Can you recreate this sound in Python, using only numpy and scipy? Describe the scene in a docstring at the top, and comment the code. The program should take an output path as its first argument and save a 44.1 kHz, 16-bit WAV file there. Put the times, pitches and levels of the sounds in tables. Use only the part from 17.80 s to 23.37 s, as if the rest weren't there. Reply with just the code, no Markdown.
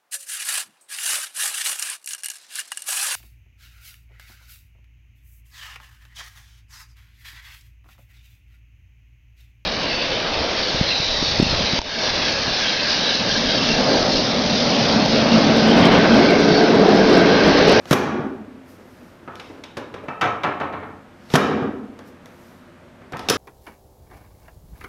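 """In a brick-walled room a chiropractor thrusts twice on a wooden drop table over soft ventilation.
Each drop is decaying cushion, frame and steel modes plus noise cracks: trip, thump, clack on the stop.
After each thrust he reaches under a blanket (swept noise, dull bumps) and works a clicking steel lever.
Further off a hard object knocks, falls and bounces, as modes driven by where it is struck.
Noise echo and standing waves ring on; a limiter ducks each drop and lets the echo swell back."""
import sys
import numpy as np
from scipy import signal
from scipy.fft import rfft, irfft, next_fast_len
from scipy.io import wavfile
from scipy.ndimage import uniform_filter1d

SR = 44100
rng = np.random.default_rng(int(sys.argv[2]) if len(sys.argv) > 2 else 0)


def wrap_up_sound(samples):
    """Save the sound to the file named by the first command line argument, as 16-bit audio."""
    columns = np.atleast_2d(samples).T
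    # keep every value between -1 and 1, then stretch to whole-number steps
    tamed = np.clip(columns, -1, 1)
    steps = np.round(tamed * 32767).astype(np.int16)
    wavfile.write(sys.argv[1], SR, steps)


N = 245637


def undb(db):
    """Decibels to amplitude gain."""
    return 10 ** (np.asarray(db) / 20)


def unit_energy(x):
    """Scale a blow to the energy of 10 ms at rms 1."""
    return x * np.sqrt(SR / 100 / np.sum(x ** 2))


def fade(t_s, t60_s):
    """Exponential decay, 60 dB per t60."""
    return np.exp(-np.log(1000) * t_s / t60_s)


def add(track, start_s, sound):
    """Mix a sound in at start_s, cut at the end of the track."""
    start = int(start_s * SR)
    track[start:start + len(sound)] += sound[:N - start]


def colour(x, spectrum, tilt_db_per_oct=0):
    """Minimum-phase filter through (frequency [Hz], gain [dB]) points, tilted about 1 kHz."""
    n = 2 * next_fast_len(len(x))
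    octave = np.log2(np.maximum(np.fft.rfftfreq(n, 1 / SR), 20))
    hz, db = np.transpose(spectrum)
    shape_db = np.interp(octave, np.log2(hz), db)
    tilt_db = tilt_db_per_oct * np.maximum(octave - np.log2(1000), -2)  # flat below 250 Hz
    cepstrum = irfft(np.log(undb(shape_db + tilt_db)))[:n // 2]
    cepstrum[1:] *= 2  # folded: causal
    response = np.exp(rfft(cepstrum, n))
    return irfft(rfft(x, n) * response)[:len(x)]


def walk(rate_hz):
    """Slow random wander: normal values at rate_hz, joined by straight lines."""
    steps = rng.standard_normal(1024)
    return np.interp(np.arange(N) / SR * rate_hz, np.arange(len(steps)), steps)


def ring(modes, tilt_db_per_oct=0, detune=0.0046, sign=-1):
    """Struck modes, detuned at each blow; neighbours start opposed (sign -1) or together (1)."""
    t = np.arange(SR // 4) / SR
    out = 0
    for k, (hz, db, t60_s) in enumerate(modes):
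        pitch_hz = hz * (1 + detune * rng.standard_normal())
        gain = sign ** k * undb(db + tilt_db_per_oct * np.log2(hz / 1000))
        out = out + gain * np.sin(2 * np.pi * pitch_hz * t) * fade(t, t60_s)
    return unit_energy(out)


def crack(spectrum, t60_s, tilt_db_per_oct=0, rise_s=0.00054):
    """Dense, quickly damped vibration that spreads out from a contact."""
    t = np.arange(SR // 4) / SR
    swell = 1 - np.exp(-t / rise_s)
    burst = rng.standard_normal(len(t)) * swell * fade(t, t60_s)
    return unit_energy(colour(burst, spectrum, tilt_db_per_oct))


def radiate(x, edge_hz):
    """Small panels move too little air to carry deep bass."""
    return signal.sosfilt(signal.butter(2, edge_hz, "high", fs=SR, output="sos"), x)


# air rush spectrum: (frequency [Hz], relative level [dB])
AIR_SPECTRUM = [(15, -45), (25, -12), (92, -3.5), (161, -1), (242, 2), (301, -9), (344, -2.5), (405, -10.5),
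                (607, -4), (714, -10.5), (1480, -12), (3720, -25.5), (4870, -30.5), (14800, -42.5),
                (16000, -65)]
# fan tones: (frequency [Hz], rms level [dB])
FAN_TONES = [(91.5, -58.5), (253, -57.5), (355, -60)]


def ventilation():
    """Coloured noise for the air rush, phase-wandering sines for the fan."""
    t = np.arange(N) / SR
    rush = colour(rng.standard_normal(N), AIR_SPECTRUM)
    rush_db = -47.4 + 0.2 * walk(3.7)
    hum = 0
    for hz, db in FAN_TONES:
        hum = hum + undb(db) * np.sqrt(2) * np.sin(2 * np.pi * hz * t + 2.67 * walk(7))
    return rush / rush.std() * undb(rush_db) + hum


# diffuse echo: (frequency [Hz], relative level [dB], t60 [s])
ECHO_BANDS = [(40.3, -21, 1.0), (84, 4.5, 1.0), (131, -9.5, 0.4), (242, 2, 0.99), (468, 2.5, 0.67),
              (765, 2.5, 0.71), (1500, 3, 0.61), (2930, 0.5, 0.52), (5900, -2, 0.43), (9900, -3, 0.29),
              (16000, 1.5, 0.21)]


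def room(x, build_s=0.0035):
    """Diffuse echo: half-octave noise bands build up over the first reflections; treble dies first."""
    t = np.arange(3 * SR // 2) / SR
    hz, db, t60_s = np.transpose(ECHO_BANDS)
    noise = rfft(rng.standard_normal(len(t)))
    octave = np.log2(np.maximum(np.fft.rfftfreq(len(t), 1 / SR), 20))
    echo = 0
    for centre in np.arange(5, 14.5, 0.5):
        share = np.clip(1 - 2 * abs(octave - centre), 0, 1)
        gain = undb(np.interp(centre, np.log2(hz), db))
        decay = fade(t, np.interp(centre, np.log2(hz), t60_s))
        echo = echo + irfft(noise * share, len(t)) * gain * decay
    echo = echo * (1 - np.exp(-(t / build_s) ** 2)) / np.sqrt(SR / 20)
    return signal.fftconvolve(x, echo)[:N]


# standing waves between the walls: (frequency [Hz], relative level [dB], t60 [s])
STANDING_WAVES = [(220, 3.5, 1.2), (228, -0.5, 0.82), (260, 1.5, 1.73), (268, 2, 1.18), (287, 4, 1.3),
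                  (380, -9, .9), (439, -7.5, 2.06)]


def boom(x):
    """Standing waves hum on after a blow, each at its own phase."""
    t = np.arange(3 * SR // 2) / SR
    waves = 0
    for hz, db, t60_s in STANDING_WAVES:
        waves = waves + undb(db) * np.sin(2 * np.pi * (hz * t + rng.random())) * fade(t, t60_s)
    return signal.fftconvolve(x, waves)[:N]


# hand and sleeve on the blanket: (time [s], half length [s], level [dB], tilt [dB/octave])
HAND_SWEEPS = [(0.912, 0.034, -59, 7.5), (1.167, 0.18, -64.5, 5), (1.662, 0.093, -56, -3),
               (4.279, 0.017, -59.5, 6), (4.653, 0.12, -63.5, 7), (5.439, 0.055, -43.5, -6)]
# blanket stretched, then creased: (lead before landing [s], half length [s], level [dB], tilt [dB/octave])
THRUST_CREASES = [(0.043, 0.077, -57, -2.5), (0.002, 0.024, -38.5, -2)]
# fibre noise: (frequency [Hz], relative level [dB])
CLOTH_SPECTRUM = [(200, 0), (1000, 6.5), (3000, 6), (5500, 7.5), (8000, -2.5), (13000, -3), (16000, -15)]


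def blanket():
    """Fibres catch and slip: noise of uneven strength under a bell envelope per sweep or thrust."""
    out = np.zeros(N)
    strokes = list(HAND_SWEEPS)
    for land_s, *_ in DROPS:
        strokes += [(land_s - lead_s, half_s, db, tilt) for lead_s, half_s, db, tilt in THRUST_CREASES]
    for centre_s, half_s, db, tilt in strokes:
        t = np.arange(SR) / SR + max(centre_s - 0.5, 0)
        slips = rng.standard_normal(SR) * undb(2.0 * rng.standard_normal(SR))
        fibres = colour(slips, CLOTH_SPECTRUM, tilt)
        envelope = np.exp(-((t - centre_s) / half_s) ** 2 / 2)
        add(out, t[0], undb(db) * fibres / fibres.std() * envelope)
    return out * undb(0.7 * walk(45))


# firm bumps of the arm on the padding: (time [s], level [dB])
FIRM_BUMPS = [(0.987, -44), (1.699, -37), (1.972, -33), (2.234, -35)]
# arm gropes for the lever: (start [s], end [s], mean level of soft bumps [dB])
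ARM_REACHES = [(0.897, 1.901, -49.5), (4.2, 5.25, -50)]
# padded contact: (frequency [Hz], relative level [dB])
PADDING_SPECTRUM = [(30, -26), (60, -17), (130, -16), (300, 0.5), (500, -2.5), (900, -16.5), (2000, -22.5),
                    (8000, -51)]


def bumps(count=5):
    """Dull damped noise bursts: a few firm contacts, and count soft ones scattered over each reach."""
    out = np.zeros(N)
    contacts = list(FIRM_BUMPS)
    for start_s, end_s, db in ARM_REACHES:
        times_s = start_s + (end_s - start_s) * (np.arange(count) + rng.random(count)) / count
        contacts += zip(times_s, db + 3.5 * rng.standard_normal(count))
    for contact_s, db in contacts:
        add(out, contact_s, undb(db) * crack(PADDING_SPECTRUM, t60_s=0.14))
    return out


# far object: (frequency [Hz], relative level [dB], t60 [s])
OBJECT_MODES = [(137, -3, 0.13), (186, 4, 0.073), (442, -3, 0.33), (720, -1, 0.34), (937, -5, 0.098),
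                (1151, -2, 0.11), (1194, -2.5, 0.067), (1296, 3.5, 0.098), (1430, -9.5, 0.093),
                (1830, 3, 0.06), (2153, -4, 0.07), (2298, -2, 0.097), (2390, -3, 0.051), (2636, -4, 0.063),
                (3070, -8, 0.076)]
# its dense body vibration: (frequency [Hz], relative level [dB])
OBJECT_SPECTRUM = [(40, -40.5), (100, -0.5), (200, -6), (330, -1.5), (500, 0.5), (800, 2.5), (1100, 1.5),
                   (1400, 0.5), (1900, -7.5), (2500, -11.5), (4000, -20.5), (7000, -55), (16000, -55)]
# its contact tick: (frequency [Hz], relative level [dB])
TICK_SPECTRUM = [(200, -5), (1000, -13), (2300, 1.5), (3200, 4.5), (4500, -7.5), (6200, -6), (8000, -21),
                 (12000, -29.5), (16000, -35)]


def knock(tilt, tick_db, spot_hz, favour_db=8, favour_octaves=0.22):
    """Hard contact: the struck spot drives modes near spot_hz harder than the rest."""
    driven = []
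    for hz, db, t60_s in OBJECT_MODES:
        favour = np.exp(-(np.log2(hz / spot_hz) / favour_octaves) ** 2)
        driven.append((hz, db + favour_db * favour, t60_s))
    modes = undb(-4) * ring(driven, tilt, detune=0.0034)
    body = undb(-1.5) * crack(OBJECT_SPECTRUM, 0.045, tilt, rise_s=0.003)
    tick = undb(tick_db) * crack(TICK_SPECTRUM, t60_s=0.045)
    return modes + body + tick


# single knocks: (time [s], relative level [dB], tilt [dB/octave], relative tick level [dB], favoured frequency [Hz])
SINGLE_KNOCKS = [(1.476, -35, -1.5, -29, 1300), (2.283, -29, -1, -21, 2560), (5.332, -31, 0.5, -30, 1320)]
# contacts per landing, one end, the other, then rattle and rocking: (delay [s], relative level [dB],
# loss per bounce [dB], tilt [dB/octave], relative tick level [dB], favoured frequency [Hz])
LANDING_CONTACTS = [(0, -21.5, 2, 3.5, -7, 1200), (0.009, -22, 0, 0.5, -19.5, 1400),
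                    (0.014, -26.5, 1.2, 1.5, -23, 2200), (0.036, -22, 4, -3.5, -25, 740)]
FALL_S, FIRST_FLIGHT_S, RESTITUTION = 2.4115, 0.222, 0.75  # each flight is a share of the one before
FADE_DB = 0.9  # times bounce number squared
TICK_LOSS_DB, TILT_LOSS_DB_PER_OCT = 5.5, 0.81  # per bounce


def far_knocks(landings=6):
    """A hard object is knocked, falls, then bounces end over end, ever faster, softer and duller."""
    out = np.zeros(N)
    for knock_s, db, tilt, tick_db, spot_hz in SINGLE_KNOCKS:
        add(out, knock_s, undb(db) * knock(tilt, tick_db, spot_hz))
    land_s = FALL_S
    for k in range(landings):
        for delay_s, db, loss_db, tilt, tick_db, spot_hz in LANDING_CONTACTS:
            gain = undb(db - loss_db * k - FADE_DB * k ** 2)
            contact = knock(tilt - TILT_LOSS_DB_PER_OCT * k, tick_db - TICK_LOSS_DB * k, spot_hz)
            add(out, land_s + delay_s, gain * contact)
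        land_s += FIRST_FLIGHT_S * RESTITUTION ** k
    return radiate(out, edge_hz=39)


# cushion: (frequency [Hz], relative level [dB], t60 [s])
CUSHION_MODES = [(153.8, -1.5, 0.1), (199.6, 2.5, 0.044), (272, -6.5, 0.04), (363.4, -16, 0.087)]


def cushion_thump():
    """Low, short padding modes, all starting together."""
    return ring(CUSHION_MODES, sign=1)


# wooden frame: (frequency [Hz], relative level [dB], t60 [s])
FRAME_MODES = [(341, 1, 0.027), (444, 4.5, 0.063), (499.5, -1, 0.085), (637, -27, .04),
               (709.4, -4.5, 0.058), (1066, -9, 0.017), (1290, -23, 0.078), (1670, -14, 0.15),
               (1980, -18, 0.01)]
# its dense vibration: (frequency [Hz], relative level [dB])
FRAME_SPECTRUM = [(40, -18), (90, -1), (200, 1), (450, 4.5), (800, -3.5), (1300, -2.5), (2200, -9.5),
                  (4000, -24.5), (8000, -39), (16000, -51)]


def frame_blow():
    """Clack of the wooden frame: mostly dense damped vibration, some clear modes."""
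    modes = undb(-10.5) * ring(FRAME_MODES, detune=0.0066)
    return modes + undb(-1.0) * crack(FRAME_SPECTRUM, t60_s=0.053, rise_s=0.00047)


# steel latch: (frequency [Hz], relative level [dB], t60 [s])
STEEL_MODES = [(2566, -17.5, 0.062), (2840, -13.5, .03), (3320, -23.5, 0.014), (3764, 12.5, 0.046),
               (4800, -3.5, .06), (5310, -4, 0.15), (5580, 10, 0.022), (6200, 7.5, 0.021),
               (10530, -14, 0.1)]
# its dense vibration: (frequency [Hz], relative level [dB])
STEEL_SPECTRUM = [(200, -28), (1000, -3.5), (1900, -3), (2700, 4), (3600, 5), (4300, -1.5), (5300, 0),
                  (6500, -3.5), (7800, -12.5), (10500, -12.5), (13000, -17), (16000, -30.5)]


def steel_blow(tilt, t60_s):
    """Snap of the steel latch: bright dense vibration over weaker modes."""
    modes = undb(-17.5) * ring(STEEL_MODES, tilt, detune=0.0053)
    return modes + undb(-5) * crack(STEEL_SPECTRUM, t60_s, tilt, rise_s=0.0014)


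# lever and latch: (time [s], frame level [dB], steel level [dB], steel tilt [dB/octave])
LEVER_CLICKS = [(0.055, -38, -40.5, -2.5), (1.5549, -44, -39.5, 0), (1.597, -42, -31.5, -4.5),
                (1.837, -64, -31.5, -4.5), (1.969, -26.5, -32, -0.5), (2.14, -30.5, -32, -9),
                (3.502, -41, -36, -4), (4.19, -39.5, -47, 2.5), (4.458, -43.5, -46.5, 6),
                (5.216, -46.5, -65, -9), (5.3215, -34, -42, 3.5), (5.369, -57, -36.5, 1),
                (5.3923, -33, -35, -0.5)]
# latch spring: (frequency [Hz], relative level [dB], t60 [s])
SPRING_MODES = [(2780, -12, 0.061), (4750, -6, 0.039), (5200, 8, 0.036), (5300, -5, 0.037),
                (5760, 5, 0.028), (10070, -5, 0.072)]
CLICK_T60_S, CLICK_REF_DB, CLICK_DOUBLING_DB = 0.018, -35, 5  # harder clicks chatter longer
LIFT_S, COCKED_S = 5.339, 5.498
PAWL_LEAD_S, SEAT_LAG_S = 0.0118, 0.00294  # relative to COCKED_S


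def lever():
    """Frame and steel ticks under the hand; a cushion lift; pawl slip, catch and seat as it cocks."""
    out = np.zeros(N)
    for click_s, frame_db, steel_db, tilt in LEVER_CLICKS:
        t60_s = CLICK_T60_S * 2 ** ((max(frame_db, steel_db) - CLICK_REF_DB) / CLICK_DOUBLING_DB)
        add(out, click_s, undb(frame_db) * frame_blow() + undb(steel_db) * steel_blow(tilt, t60_s))
    add(out, LIFT_S, undb(-32) * cushion_thump())
    pawl_slip = undb(-23) * frame_blow() + undb(-15) * steel_blow(0, t60_s=0.026)
    catch = undb(-13) * steel_blow(5.5, t60_s=0.022) + undb(-21) * ring(SPRING_MODES, detune=0)
    add(out, COCKED_S - PAWL_LEAD_S, pawl_slip)
    add(out, COCKED_S, catch)
    add(out, COCKED_S + SEAT_LAG_S, undb(-16) * frame_blow())
    return out


# thrusts: (landing time [s], landing-to-stop travel [s], force [dB], added steel tilt [dB/octave])
DROPS = [(0.1123, 0.0149, 0, 1.5), (3.54, 0.0131, 0.5, -0.3)]
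# trip, land, rebound, stop, latch: (share of travel time [1], relative cushion level [dB],
# relative frame level [dB], relative steel level [dB], base steel tilt [dB/octave])
STAGES = [(-0.19, -26, -14.5, -14.5, 1.5), (0, 10, 3.5, -2.5, -0.5), (0.39, -5.5, -4, -7, 5),
          (1, -9, 5.5, 1, -0.7), (1.121, -14.5, 4.5, -4, 5)]
SETTLE_S = 0.281  # after landing


def drops():
    """The loaded section falls: cushion thumps, frame and latch clack, then the body settles."""
    out = np.zeros(N)
    for land_s, travel_s, force_db, bright in DROPS:
        for share, cushion_db, frame_db, steel_db, tilt in STAGES:
            thump = undb(cushion_db) * cushion_thump()
            clack = undb(frame_db) * frame_blow()
            snap = undb(steel_db) * steel_blow(tilt + bright, t60_s=0.041)
            add(out, land_s + share * travel_s, undb(force_db) * (thump + clack + snap))
        settle = undb(-17.5) * cushion_thump() + undb(-39) * frame_blow()
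        add(out, land_s + SETTLE_S, settle)
    return radiate(out, edge_hz=150)


def scene(walls=2):
    """The table is near and fairly dry; more of the far knocks arrives as echo."""
    cloth = blanket() + bumps()
    direct = drops() + lever() + undb(2.5) * far_knocks() + cloth
    echo = 0
    for _ in range(walls):
        # a blow radiates a different fine spectrum to each wall: smoother echo
        sent = undb(-5) * drops() + undb(-0.5) * lever() + undb(4.0) * far_knocks() + cloth
        echo = echo + room(sent)
    mix = direct + echo / np.sqrt(walls) + undb(-78) * boom(direct) + ventilation()
    return mix[None]


def limiter(x, top_db, release_db_per_s, size=88):
    """Ducks at once when the level passes the top, then recovers at a steady dB rate."""
    level_db = 10 * np.log10(np.maximum(uniform_filter1d(x ** 2, size), 1e-12))
    excess_db = np.maximum(level_db - top_db, 0)
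    recovery_db = release_db_per_s * np.arange(N) / SR
    duck_db = np.maximum.accumulate(excess_db + recovery_db, axis=-1) - recovery_db
    return x * undb(-uniform_filter1d(duck_db, size))


def record(dry):
    """Limits the drops, clips what slips through, low-passes at 15.5 kHz."""
    held = np.clip(limiter(dry, top_db=-6.5, release_db_per_s=59), -1, 1)
    return signal.sosfilt(signal.ellip(8, 0.2, 70, 15500, fs=SR, output="sos"), held)


dry = scene()
out = record(dry)
wrap_up_sound(out)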